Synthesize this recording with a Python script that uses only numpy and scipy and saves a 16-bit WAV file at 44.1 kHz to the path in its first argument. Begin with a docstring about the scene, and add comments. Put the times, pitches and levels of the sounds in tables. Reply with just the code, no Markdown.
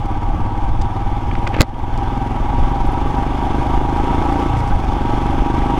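"""On the helmet of a motorcycle rider: the single-cylinder bike pulls away and shifts up a gear.
Soft pressure spikes ring the exhaust pipe; intake gulps and a ringing air box beat with each cycle.
Shaped noise makes engine clatter and wind; the visor snaps shut as scrapes, dying cosines and
a swing of pressure, and the gain control ducks everything for half a second."""
import sys
import numpy as np
from scipy import signal
from scipy.io import wavfile
from scipy.ndimage import uniform_filter1d

SR = 44100
rng = np.random.default_rng(int(sys.argv[2]) if len(sys.argv) > 2 else 0)


def nominal_scale(level):
    """Amplitude ratio for a level in decibels (scalar or array-like)."""
    x = np.asarray(level, float) / 20
    return 10 ** x


def put_to_file(sound):
    """Save the sound as 16-bit audio at rate SR, in the file named by the first command-line argument."""
    columns = np.atleast_2d(sound).T  # one column per channel
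    safe = np.clip(columns, -1, 1)
    whole_steps = np.round(safe * 32767)
    wavfile.write(sys.argv[1], SR, whole_steps.astype(np.int16))


N = 255327
t = np.arange(N) / SR


def evened(x):
    """Scales to rms 1."""
    return x / np.sqrt(np.mean(x ** 2) + 1e-20)


def curve(rows):
    """The second column of a table, drawn in straight lines over the seconds of the first."""
    seconds, values = np.transpose(rows)
    return np.interp(t, seconds, values)


def noise(points, patchy_db):
    """Random short-time spectra of a given colour, with drifting patches."""
    hz = np.fft.rfftfreq(2048, 1 / SR)
    point_hz, point_db = np.transpose(points)
    real, imaginary, patches = rng.standard_normal((N // 512 + 5, 1025, 3)).T
    patches = uniform_filter1d(patches, size=20, axis=0)  # across frequency
    patches = evened(uniform_filter1d(patches, size=6, axis=1))  # across time
    colour_db = np.interp(np.log(hz + 1), np.log(point_hz + 1), point_db)
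    spectra = (real + 1j * imaginary) * nominal_scale(colour_db[:, None] + patchy_db * patches)
    return evened(signal.istft(spectra, nperseg=2048, noverlap=1536)[1][:N])


def resonate(x, hz, width, passes=1):
    """A resonance of gain 1; further passes make it steeper and narrower."""
    for _ in range(passes):
        x = signal.lfilter(*signal.iirpeak(hz, hz / width, SR), x)
    return x


def ring(modes, rise, tilt_db=0):
    """Dying cosines with a soft start of rise seconds, tilted in dB per octave around 4 kHz."""
    u = np.arange(6000) / SR
    out = np.zeros(len(u))
    for hz, db, t60 in modes:
        steepness = 3 if hz > 4000 else 1  # the treble tilts three times as steeply
        mode_db = db + tilt_db * np.log2(hz / 4000) * steepness
        out += nominal_scale(mode_db - 60 * u / t60) * np.cos(2 * np.pi * hz * (u - rise))
    return out * np.sin(np.pi / 2 * np.minimum(u / rise, 1)) ** 2


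def add(mix, s, sound):
    """Mixes a sound in at s seconds."""
    part = mix[round(s * SR):][:len(sound)]
    part += sound[:len(part)]


def train(cycles, spread_db):
    """One impulse of uneven size each time the cycle count reaches a whole number."""
    whole = np.floor(cycles).astype(int)
    size = nominal_scale(spread_db * rng.standard_normal(200))
    return np.diff(whole, prepend=whole[0]) * size[whole + 2]


def spikes(beats, width):
    """Turns impulses into smooth bell-shaped spikes of the same height; width is in seconds."""
    u = np.arange(-200, 201) / SR
    return signal.oaconvolve(beats, np.exp(-.5 * (u / width) ** 2), "same")


def decay(x, s):
    """Lets every impulse die away exponentially, with a time constant of s seconds."""
    return signal.lfilter([1], [1, -np.exp(-1 / (s * SR))], x)


# Engine speed. Each row: time in seconds, firings per second.
FIRING_RATE = [(0.0, 17.16), (0.3, 17.24), (0.5, 17.45), (1.0, 18.575), (1.5, 19.625), (2.0, 20.761),
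               (2.5, 22.065), (3.0, 23.723), (3.5, 25.35), (4.0, 27.221), (4.5, 29.351), (4.64, 27.923),
               (4.72, 23.893), (4.8, 23.021), (5.2, 24.265), (5.5, 25.096), (5.8, 25.747)]


def speed():
    """Firings per second at every sample; a four-stroke cycle fires once."""
    return curve(FIRING_RATE)


# Throttle, as the strength of the blows that ring the pipe; it shuts for the gear change.
# Each row: time in seconds, level in dB.
THROTTLE_OPENING = [(0, -28), (.9, -27.5), (1.4, -26), (2.2, -23), (2.8, -21), (3.5, -17), (4.2, -14.5),
                    (4.47, -14.5), (4.51, -30), (4.62, -29), (4.72, -21), (5.1, -17), (5.8, -14.5)]


def throttle():
    """Throttle opening in dB at every sample: more charge makes a harder blow."""
    return curve(THROTTLE_OPENING)


def effort(db, db_per_hz, per_throttle):
    """A level in dB that follows engine speed and throttle; db holds at 18 firings/s and throttle -20 dB."""
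    return db + db_per_hz * (speed() - 18) + per_throttle * (throttle() + 20)


def pipe(beats, modes, width):
    """Modes of a duct, struck by soft spikes; they ring higher as speed rises and the gas heats."""
    faster = speed() / 25 - 1  # the modes are tuned at 25 firings per second
    drive = spikes(beats, width) / (width * SR * np.sqrt(2 * np.pi))
    out = 0
    for hz, db, t60, share in modes:
        carrier = np.exp(2j * np.pi * np.cumsum(hz * (1 + share * faster)) / SR)
        envelope = signal.lfilter([1], [1, -nominal_scale(-60 / (t60 * SR))], drive / carrier)
        out = out + nominal_scale(db) * (carrier * envelope).real
    return out


def shake(cycles, heard):
    """The crank turns twice a cycle and shakes the frame; one slow push a cycle joins it."""
    crank = nominal_scale(-30) * np.cos(4 * np.pi * (cycles - .42))
    push = nominal_scale(-38) * np.cos(2 * np.pi * (heard - .62))
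    return crank + push


def gulp(heard):
    """The intake stroke sucks a rounded dip into the pressure, .29 of a cycle long, after each pop."""
    stroke = np.clip(((heard - .02) % 1) / .29, 0, 1)
    return -nominal_scale(-14) * np.sin(np.pi * stroke) ** .7


# Ring of the air box. Each row: pitch in Hz at 25 firings per second, level in dB,
# 60 dB decay time in seconds, share of a relative speed change that the pitch follows.
AIRBOX_MODES = [(109, 0.1, .07, .18), (284, -24, .031, .01)]
SHUT_CYCLE = .355  # end of the intake stroke, in cycles after the pop


def airbox(heard):
    """The closing intake sets the box swinging; it booms most behind a shut throttle, over a faint hum."""
    hz = AIRBOX_MODES[0][0]
    # behind a shut throttle an extra blow starts the swing one nominal period early
    early = train(np.interp(t + 1 / hz, t, heard) - SHUT_CYCLE, spread_db=1.2)
    early = early * nominal_scale(effort(-11, 0, per_throttle=-1.1))
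    blows = train(heard - SHUT_CYCLE, spread_db=1.2) + early
    boom = pipe(blows, AIRBOX_MODES, .0012)
    hum = evened(resonate(rng.standard_normal(N), hz, 30, passes=2))
    return nominal_scale(effort(-16.5, db_per_hz=.4, per_throttle=-.4)) * (boom + nominal_scale(-27) * hum)


# Resonances of tank and helmet shell that the clatter sings in.
# Each row: centre in Hz, width in Hz, level in dB.
SHELL_MODES = [(559, 67, -13.5), (680.4, 29, -9.5), (809.3, 74, 5), (944.5, 26.7, 1), (1146.4, 59, -5.5),
               (1296, 14.3, -13), (1534, 88, -13.5), (2115, 260, -19)]
# Broad colour of the clatter. Each row: frequency in Hz, relative level in dB per Hz.
CLATTER_COLOUR = [(60, -6), (200, -7), (300, -7.5), (450, -14.5), (700, -15.5), (1100, -21.5),
                  (1900, -27.5), (3500, -28.5), (4000, -40.5), (6200, -42), (7200, -47.5), (10500, -53),
                  (12500, -60), (16000, -80)]
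CLATTER_DB, CLATTER_PER_THROTTLE = -26.5, 0.11  # base level; dB per dB of throttle


def clatter(cycles):
    """Valve gear, chain and tyres: noise that beats with the cycle and sings in the shell."""
    beat_db = 0.49 * np.cos(2 * np.pi * (cycles - .05)) + 0.41 * np.cos(4 * np.pi * (cycles - .2))
    lumps_db = 0.72 * evened(uniform_filter1d(rng.standard_normal(N), size=900))
    drive = rng.standard_normal(N) * nominal_scale(beat_db + lumps_db)
    sung = np.zeros(N)
    for hz, width, db in SHELL_MODES:
        # each pass is wider than the row says, as two passes narrow it again
        sung += nominal_scale(db) * evened(resonate(drive, hz, 1.48 * width, passes=2))
    road_db = 0.68 * t  # tyre and air hiss grows as the bike gains pace
    broad = noise(CLATTER_COLOUR, patchy_db=1.0) * nominal_scale(2.2 * beat_db + lumps_db + road_db)
    level_db = effort(CLATTER_DB, 0.3151, CLATTER_PER_THROTTLE)
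    # the broad part grows faster than the shell tones as the engine works harder
    broad_db = -4.5 + 0.031 * (level_db + 15.5)
    return nominal_scale(level_db) * (evened(sung) + nominal_scale(broad_db) * broad)


# Ring of fins and covers under the valve gear. Each row: centre in Hz, width in Hz, level in dB.
FIN_MODES = [(2214, 105, 7.5), (2790, 450, -20), (3350, 150, -2.5), (4260, 620, -0.5), (5120, 67, -10),
             (5960, 60, -17.5), (8460, 300, -18), (9900, 300, -24.5), (12400, 900, -27)]
# Taps of the valve gear. Each row: place in the cycle from 0 to 1, level in dB.
VALVE_TAPS = [(.1, 0), (.4, -4), (.64, -6), (.87, -3)]


def ticks(cycles):
    """Valves seat twice a cycle in faint short treble hisses; taps of the gear also ring the fins."""
    taps = sum(nominal_scale(db) * train(cycles - place, spread_db=3) for place, db in VALVE_TAPS)
    jolts = (0.035 + decay(taps, 0.0061)) * rng.standard_normal(N)
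    fins = evened(sum(nominal_scale(db) * evened(resonate(jolts, hz, width)) for hz, width, db in FIN_MODES))
    fins_db = effort(CLATTER_DB - 25, 0.24, CLATTER_PER_THROTTLE)
    seats = train(cycles - .12, spread_db=2) + .45 * train(cycles - .42, spread_db=3)
    hisses = decay(seats, 0.004) * rng.standard_normal(N)
    return nominal_scale(-63.5) * resonate(hisses, 8300, 9000, passes=2) + nominal_scale(fins_db) * fins


# Ring of the exhaust pipe. Each row: pitch in Hz at 25 firings per second, level in dB,
# 60 dB decay time in seconds, share of a relative speed change that the pitch follows.
PIPE_MODES = [(275.3, 5, 0.069, 0.28), (331.3, 7, 0.088, 0.32)]
# Dips in the exhaust tone. Each row: centre in Hz, width in Hz, depth from 0 to 1.
EXHAUST_DIPS = [(174, 99, 0.46), (452, 82, 0.33)]
POP_S, PUFF_S = .00066, .00065  # spread of the bell-shaped spikes


def exhaust(heard, fire, beats):
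    """Each firing pops, then puffs, louder than the pop at low speed and fading as speed rises."""
    # the puff follows by part of a cycle plus its way back up the pipe
    puffs = train(np.interp(t - .0036, t, heard) - .1, spread_db=1.5)
    puffs = puffs * nominal_scale(effort(-13, db_per_hz=-.6, per_throttle=0))
    pops = spikes(fire * nominal_scale(effort(-15.5, 0, per_throttle=.3)), POP_S) + spikes(puffs, PUFF_S)
    # both also ring the pipe
    out = pops + pipe(beats + nominal_scale(-16.5) * puffs, PIPE_MODES, POP_S)
    for hz, width, depth in EXHAUST_DIPS:
        out = out - depth * resonate(out, hz, width)
    return out


def knock(beats):
    """Every firing also knocks on tank and helmet shell; narrow modes ring longest."""
    modes = [(hz, db, 5.4 / width) for hz, width, db in SHELL_MODES]
    return signal.oaconvolve(beats, ring(modes, rise=0.0007))[:N]


def engine():
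    """One running count of cycles times every pop, gulp, boom, knock, tap and shake."""
    cycles = .134 + np.cumsum(speed()) / SR
    # sound takes 3.3 ms from engine to helmet; the shifted count is whole at each pop
    heard = np.interp(t - .0033, t, cycles) + .11
    fire = train(heard, spread_db=.7)
    beats = fire * nominal_scale(throttle())
    breath = exhaust(heard, fire, beats) + gulp(heard)
    breath = breath - breath.mean()
    mechanics = shake(cycles, heard) + clatter(cycles) + ticks(cycles)
    return mechanics + airbox(heard) + breath + nominal_scale(-12.5) * knock(beats)


# Colour of the wind. Each row: frequency in Hz, relative level in dB per Hz.
WIND_COLOUR = [(3, -4), (9, 0), (20, -4), (44, -13), (80, -18), (170, -29), (300, -41), (600, -60),
               (3000, -110)]


def wind():
    """Low lumpy buffeting on the microphone."""
    gusts_db = 1.46 * evened(uniform_filter1d(rng.standard_normal(N), size=5000))
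    return nominal_scale(-18.5) * evened(noise(WIND_COLOUR, patchy_db=-3.2) * nominal_scale(gusts_db))


def noise_burst(length, db, hz, width):
    """Band-passed noise with rounded ends, at most 68 ms long."""
    edges = [hz - width / 2, hz + width / 2]
    band = signal.butter(3, edges, "bandpass", fs=SR, output="sos")
    settled = signal.sosfilt(band, rng.standard_normal(4000))[1000:]
    burst = evened(settled)[:round(length * SR)]
    return nominal_scale(db) * burst * signal.windows.tukey(len(burst), .4)


# Glove and lever scuffs, two high chirps layered in three bands, and a squeak.
# Each row: start in seconds, length in seconds, level in dB, centre in Hz, width in Hz.
SCUFFS_AND_CHIRPS = [(0.812, 0.013, -37, 4030, 5100), (2.862, .016, -55, 10000, 600),
                     (2.914, .016, -55, 10000, 600), (2.862, .016, -64, 13100, 900),
                     (2.914, .016, -64, 13100, 900), (2.862, .014, -59, 7600, 700),
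                     (4.565, 0.041, -47, 4370, 6900), (4.67, 0.026, -46.5, 4560, 6960),
                     (4.7, 0.04, -38, 1550, 260)]


def scuffs_and_chirps():
    """Short noise bursts: broad bands scuff, narrow ones chirp or squeak."""
    out = np.zeros(N)
    for s, length, db, hz, width in SCUFFS_AND_CHIRPS:
        add(out, s, noise_burst(length, db, hz, width))
    return out


# The visor along its ratchet. Each row: start in seconds, length in seconds (68 ms at most), level in dB.
RATCHET_SCRAPES = [(1.312, 0.0056, -29.5), (1.351, 0.006, -26.5), (1.466, 0.015, -24.5),
                   (1.541, 0.0116, -26), (1.562, 0.014, -35), (1.52, 0.08, -36.5), (1.581, 0.0205, -30.5),
                   (1.603, 0.0089, -13), (1.608, 0.0066, -10.5)]


def scrapes():
    """The visor scrapes along its ratchet, always in the same noise band."""
    out = np.zeros(N)
    for s, length, db in RATCHET_SCRAPES:
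        add(out, s, noise_burst(length, db, hz=1940, width=1630))
    return out


# Ring of the visor. Each row: pitch in Hz, level in dB, 60 dB decay time in seconds.
VISOR_MODES = [(277, -10, 0.023), (532, -13, 0.019), (1260, -12, 0.0075), (1990, -20, 0.024),
               (3420, -29, 0.0032), (4340, 5, 0.0016), (7070, -1.5, 0.002), (9540, -19.5, 0.006),
               (13000, -52, 0.002)]
# Clicks of the visor. Each row: start in seconds, level in dB, contact time in seconds.
VISOR_CLICKS = [(1.3545, -31, .0004), (1.4755, -16, .0002), (1.5425, -18, .0007), (1.5655, -14, .0007),
                (1.5885, -16, .0007), (1.977, -28, .0001), (1.6012, -24, .0001), (1.6045, -11, .0007),
                (1.6084, 6, .0001), (1.6107, -3, .0003), (1.6122, -8, .0004), (1.6173, 9, .0001),
                (1.6251, -13, .0002), (1.629, -9, .0003), (1.634, -14, .0004)]


def clicks():
    """Ratchet clicks and the final snap ring the visor; a longer contact sounds duller."""
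    out = np.zeros(N)
    for s, db, contact in VISOR_CLICKS:
        # 2 dB per octave of tilt for each doubling of the hardest contact, down to -4
        tilt_db = max(-2 * np.log2(contact / .0001), -4)
        add(out, s, nominal_scale(db) * ring(VISOR_MODES, rise=contact, tilt_db=tilt_db))
    return out


def squeeze():
    """Air under the visor: pressed up as it closes, let go as it seats, then swinging out."""
    seat_s, press_s, swing_t60 = 1.6053, .016, .027
    u = np.arange(-press_s, swing_t60, 1 / SR)  # seconds from seating
    press = nominal_scale(-2.5) * (1 + u / press_s) * np.clip(-u / .001, 0, 1)
    swing = nominal_scale(6 - 60 * u / swing_t60) * np.sin(2 * np.pi * 110 * u) * (u >= 0)
    out = np.zeros(N)
    add(out, seat_s - press_s, press - swing)
    return out


def scene():
    """Everything reaches one microphone."""
    visor = scrapes() + clicks() + squeeze()
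    return (engine() + wind() + scuffs_and_chirps() + visor)[None]


def roll_off(x):
    """The treble ends steeply here."""
    return signal.sosfilt(signal.butter(12, 15720, fs=SR, output="sos"), x)


def record(dry):
    """An overload pulls the gain down within some ms; it creeps back; what passes first is clipped."""
    loudness_db = 20 * np.log10(uniform_filter1d(abs(dry[0]), size=60) + 1e-9)
    fall_db = t * 19.0  # the held loudness sinks by 19 dB a second
    held_db = np.maximum.accumulate(loudness_db + fall_db) - fall_db
    over_db = np.maximum(held_db + 5.5, 0)
    lag = np.exp(-1 / (.011 * SR))  # 11 ms
    duck_db = signal.lfilter([1 - lag], [1, -lag], 1.18 * over_db)
    finished = np.clip((dry - dry.mean()) / nominal_scale(duck_db), -.98, .98)
    return roll_off(finished)


dry = scene()
out = record(dry)
put_to_file(out)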